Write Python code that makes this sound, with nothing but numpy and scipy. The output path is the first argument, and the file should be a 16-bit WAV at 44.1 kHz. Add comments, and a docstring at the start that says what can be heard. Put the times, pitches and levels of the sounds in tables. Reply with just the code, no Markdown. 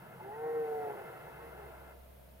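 """A misty field at the edge of a wood. Far off, a red deer stag bellows once: the harmonics of its vocal
folds, filtered by throat resonances, rise and sink in a clear note that breaks into a rasp.
A fainter call follows, perhaps another stag, and the trees scatter both into a diffuse echo.
The wood's edge smears distant roaring into a hoarse wash that stops short. A low drone, like a far
engine, comes in underneath; the open air murmurs and the microphones hiss throughout."""
import sys
import numpy as np
from scipy import signal
from scipy.fft import rfft, irfft
from scipy.io import wavfile

SR = 44100
rng = np.random.default_rng(int(sys.argv[2]) if len(sys.argv) > 2 else 0)


def waveform_to_disk(signal):
    """Save audio, clipped to [-1, 1], as 16-bit WAV at the path in sys.argv[1]."""
    frames = np.transpose(np.atleast_2d(signal))
    scaled = np.clip(frames, -1, 1) * 32767
    samples = np.round(scaled).astype(np.int16)
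    wavfile.write(sys.argv[1], SR, samples)


N = 105840
TIME = np.arange(N) / SR
BIN_HZ = np.arange(N // 2 + 1) * SR / N


def undb(db):
    """Amplitude ratio of a level in decibels."""
    return 10 ** (np.asarray(db) / 20)

def curve(rows, column=1):
    """Linear interpolation of one column over time."""
    rows = np.array(rows, float)
    return np.interp(TIME, rows[:, 0], rows[:, column])

def colour(rows):
    """Spectral envelope: gain per bin, interpolated over log frequency."""
    hz, db = np.array(rows, float).T
    return undb(np.interp(np.log(BIN_HZ + 1), np.log(hz), db))

def noise(gain):
    """Spectral shaping: filtered white noise, scaled to unit RMS."""
    shaped = irfft(rfft(rng.standard_normal(N)) * gain, N)
    return shaped / np.sqrt(np.mean(shaped ** 2))

def flutter(bandwidth_hz):
    """Random modulation: low-pass noise of unit RMS."""
    return noise(np.exp(-(BIN_HZ / bandwidth_hz) ** 2))

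def stereo_noise(gain, side_gain):
    """Partial coherence: a common mid noise plus a side noise in antiphase."""
    mid, side = (irfft(rfft(rng.standard_normal(N)) * g, N) for g in (gain, gain * side_gain))
    return np.array([mid + side, mid - side]) / np.std(mid)


# Murmur spectrum and side-to-mid ratio (frequency [Hz], level [dB])
MURMUR_SPECTRUM = [(20, -17.5), (45, -11), (100, -3), (135, 6), (180, 1), (250, -8), (400, -50.5),
                   (1000, -42)]
MURMUR_SIDE = [(40, -22), (110, -20), (200, -7.5)]
# Murmur envelope (time [s], level [dB])
MURMUR_ENVELOPE = [(0, -58), (.8, -59.5), (1.4, -60.5), (1.9, -68), (2.4, -67.5)]

def air_murmur():
    """Ambient noise: the low murmur of open air, largely coherent at the two microphones."""
    return stereo_noise(colour(MURMUR_SPECTRUM), colour(MURMUR_SIDE)) * undb(curve(MURMUR_ENVELOPE))


# Hiss spectrum and side-to-mid ratio (frequency [Hz], level [dB])
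HISS_SPECTRUM = [(300, -3.5), (2500, -3.5), (4000, -9), (6300, -14), (7800, -14), (9500, -7.5), (12500, -4),
                 (14500, -3), (16000, -9)]
HISS_SIDE_RATIO = [(300, 3), (4400, -1), (8000, -6), (14000, -12.5)]
# Hiss envelope (time [s], level [dB])
HISS_ENVELOPE = [(0, -67), (.4, -66.5), (.75, -63.5), (1.3, -65), (1.7, -66), (2, -67), (2.4, -67.5)]

def microphone_hiss():
    """Self-noise: the microphones add a broadband floor."""
    return stereo_noise(colour(HISS_SPECTRUM), colour(HISS_SIDE_RATIO)) * undb(curve(HISS_ENVELOPE))


# Lag of the left microphone (frequency [Hz], phase [rad])
LEFT_LAG = [(20, 2.5), (460, 0.69), (1030, 1.6), (1400, 1.03), (2070, 0.98), (2800, 2.5)]

def from_right(left, right):
    """Phase difference: sound from the right reaches the left microphone later."""
    hz, lag = np.array(LEFT_LAG).T
    shift = np.exp(-1j * np.interp(BIN_HZ, hz, lag))
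    return np.array([irfft(rfft(left) * shift, N), right])


def broad_resonances(rows, steepness=1.26):
    """Resonance: gain per bin of Lorentzian-like peaks with wide skirts."""
    return sum(undb(db) / (1 + (2 * (BIN_HZ - centre) / width) ** 2) ** steepness
               for centre, width, db in rows)


# Throat resonances of the distant roaring (centre [Hz], width [Hz], gain [dB])
ROAR_FORMANTS = [(366, 84, -4), (463, 70, -0.5), (667, 237, -3), (897, 164, -4), (1020, 120, -15),
                 (1360.6, 144, -3), (1507, 45, -7.5), (1691, 150, -9), (2078, 146, -7.5),
                 (2623, 150, -14.5)]
# Spectrum between them (frequency [Hz], level [dB])
ROAR_SPECTRUM = [(150, -24), (290, -10.5), (550, -12), (1200, -15.5), (1900, -25), (2300, -32.5),
                 (2850, -22), (4000, -38), (8000, -55)]
# Roaring envelope (time [s], level of the two lowest formants [dB], level of the rest [dB])
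ROAR_ENVELOPE = [(0, -64, -55), (.3, -63, -54), (.6, -63.5, -54), (1.0, -55.5, -51), (1.3, -59.5, -53.5),
                 (1.62, -60.5, -53.5), (1.8, -66, -55.5), (1.92, -70, -55.5), (1.945, -67, -64.5),
                 (2.1, -86, -73.5), (2.4, -88, -79)]

def distant_roaring(side_db=-8, flicker_db=1.63):
    """Scattering smears far roars into noise bands that flicker independently; the lowest fade first."""
    low = stereo_noise(broad_resonances(ROAR_FORMANTS[:2]), undb(side_db))
    low *= undb(flicker_db * flutter(15))
    rest_gain = broad_resonances(ROAR_FORMANTS[2:]) + colour(ROAR_SPECTRUM)
    spectrum = rfft(stereo_noise(rest_gain, undb(side_db)))
    third_octaves = 3 * np.log2(np.maximum(BIN_HZ, 100) / 100)
    rest = np.zeros((2, N))
    for k in range(20):
        band = irfft(spectrum * np.maximum(1 - abs(third_octaves - k), 0), N)
        rest += band * undb(flicker_db * flutter(19))
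    wash = low * undb(curve(ROAR_ENVELOPE)) + rest * undb(curve(ROAR_ENVELOPE, column=2))
    return from_right(*wash)


def formant_gain(hz, rows):
    """Vocal-tract resonance: Gaussian peaks with steep flanks."""
    return sum(undb(db) * np.exp(-(2 * (hz - centre) / width) ** 2) for centre, width, db in rows)


# The first throat resonance, then the bright ones (centre [Hz], width [Hz], gain [dB])
STAG_FORMANTS = [(448, 175, -3.5), (1096, 90, 3), (1360, 98, -13), (1518, 104, 0), (1869, 110, -1),
                 (2092, 150, -14)]
# Air rushing out with the voice (frequency [Hz], level [dB])
BREATH_SPECTRUM = [(100, -22), (200, -20), (300, -7), (450, 3.5), (600, -3), (780, 0.5), (920, -5.5),
                   (1150, -14), (1400, -25), (1750, -27), (2080, -12.5), (2400, -40), (5000, -52)]
# The bellow and the fainter call (time [s], pitch [Hz], first formant level [dB],
# second formant level [dB], bright formant level [dB], roughness [0-1], second formant centre [Hz])
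LOUD_CALL = [(0.16, 116, -70, -64, -78, 0.37, 850), (0.192, 119.5, -59, -55, -76, 0.3, 850),
             (0.207, 123, -57, -43, -73, 0.3, 870), (0.235, 127.2, -48.5, -65, -80, 0.1, 846),
             (0.27, 131.6, -44.5, -52, -71, 0.18, 830), (0.295, 136.5, -49.5, -44.5, -78.5, 0.12, 794),
             (0.35, 146.7, -45.5, -48, -54, 0.08, 860), (0.39, 151.5, -41.5, -46.5, -62.5, 0.01, 822),
             (0.45, 154.8, -33, -44, -60, 0.1, 815), (0.54, 155.2, -31, -51.5, -61, 0.1, 767.8),
             (0.615, 153.5, -29.5, -46.5, -59.5, 0, 739.5), (0.66, 151, -33, -45.5, -59.5, 0.08, 784),
             (0.77, 148.3, -35.5, -43, -61, 0.07, 769.3), (0.87, 144.3, -38, -41.5, -65.5, 0.14, 771),
             (0.95, 136.5, -42.5, -50, -69.5, 0.63, 796), (1.03, 135.9, -48, -58.5, -63, 0.77, 815.3),
             (1.12, 128, -57.5, -55, -62.5, 0.4, 795.5), (1.27, 124.6, -53, -69, -71, 0.21, 786),
             (1.45, 119.5, -80, -70, -79, 0.22, 804)]
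FAINT_CALL = [(1.34, 148.7, -84, -87, -84, 0.28, 801), (1.42, 155.6, -49, -66, -64, 0.095, 794),
              (1.53, 153.4, -54.5, -63, -75, 0.23, 774), (1.63, 135.3, -52, -58.5, -70, 0.6, 790),
              (1.73, 125.6, -70, -62, -74, 0.4, 863)]

def stag(call, jitter=0.025, rasp_hz=67.5, breath_db=-12, second_width_hz=195):
    """Source and filter: throat formants shape vocal-fold harmonics; irregular vibration makes the rasp."""
    start, end = call[0][0], call[-1][0]
    pitch, roughness, second_hz = (curve(call, column) for column in (1, 5, 6))
    first, second, bright = (undb(curve(call, column)) for column in (2, 3, 4))
    phase = 2 * np.pi * np.cumsum(pitch * (1 + jitter * roughness * flutter(48))) / SR
    # The first formant starts 21% low and rises as the mouth opens.
    mouth = 1 - 0.21 * np.exp(-np.maximum(TIME - start, 0) / 0.1)
    voice = np.zeros(N)
    for k in range(2, 18):
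        hz = k * pitch
        amplitude = (first * formant_gain(hz / mouth, STAG_FORMANTS[:1])
                     + second * formant_gain(hz, [(second_hz, second_width_hz, 0)])
                     + bright * formant_gain(hz, STAG_FORMANTS[1:]))
        voice += amplitude * np.sin(k * phase + rng.uniform(0, 2 * np.pi))
    voice *= (1 + roughness * flutter(rasp_hz)) / np.sqrt(1 + roughness ** 2)  # keeps the mean power
    breath = undb(breath_db) * (first + second) * np.sqrt(roughness) * noise(colour(BREATH_SPECTRUM))
    breath *= 1 + 0.5 * np.cos(phase)  # pulses with the folds
    fade = np.clip((TIME - start) / 0.067, 0, 1) * np.clip((end - TIME) / 0.11, 0, 1)
    return (voice + breath) * fade


def wood_echo(calls, level_db=-16.5, t60_s=3.5, onset_s=0.013):
    """Reverberation: trees scatter the calls into a decaying tail, different at each microphone."""
    decay = np.exp(-np.log(1000) * TIME / t60_s)
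    build_up = 1 - np.exp(-(TIME / onset_s) ** 2)
    tail = rng.standard_normal((2, N)) * decay * build_up
    tail /= np.sqrt(np.sum(tail ** 2, axis=1, keepdims=True))
    return undb(level_db) * signal.fftconvolve(calls[None], tail, axes=1)[:, :N]


# Engine orders (multiple of the fundamental [1], level [dB])
ENGINE_ORDERS = [(1, -1), (2, -13.5), (3, -20.5)]
# Spectrum of the engine's rush (frequency [Hz], level [dB])
RUSH_SPECTRUM = [(100, -2.5), (350, -7.5), (520, -2.5), (670, 5), (790, -15), (900, -6.5), (1150, -16.5),
                 (1680, -17.5), (1900, -34.5), (2080, -35.5), (2400, -48.5), (5000, -34)]
# Engine envelope (time [s], level [dB])
ENGINE_ENVELOPE = [(0, -98), (1.05, -84), (1.3, -63.5), (1.6, -56.5), (2.4, -57.5)]

def far_engine(fundamental_hz=65.8, rush_db=-6.5, throb_depth=0.25):
    """Harmonic series: low orders waver over a dull rush, amplitude-modulated at their fundamental."""
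    phase = 2 * np.pi * np.cumsum(fundamental_hz * (1 + 0.012 * flutter(7.1))) / SR
    hum = sum(np.sqrt(2) * undb(db + flutter(45)) * np.sin(k * phase) for k, db in ENGINE_ORDERS)
    rush = undb(rush_db) * stereo_noise(colour(RUSH_SPECTRUM), side_gain=undb(0.5))
    rush *= 1 + throb_depth * np.sin(phase)
    return (hum + rush) * undb(curve(ENGINE_ENVELOPE))


def scene():
    """Superposition: the background, two calls from the right, their echo and the engine add up."""
    background = air_murmur() + microphone_hiss() + distant_roaring()
    calls = np.sqrt(2) * (stag(LOUD_CALL) + stag(FAINT_CALL))
    return background + from_right(calls, calls) + wood_echo(calls) + far_engine()

def record(dry, cutoff_hz=15800):
    """Band limiting: a steep low-pass filter removes the highest treble."""
    return signal.sosfilt(signal.ellip(10, 0.2, 70, cutoff_hz, fs=SR, output="sos"), dry)


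dry = scene()
out = record(dry)
waveform_to_disk(out)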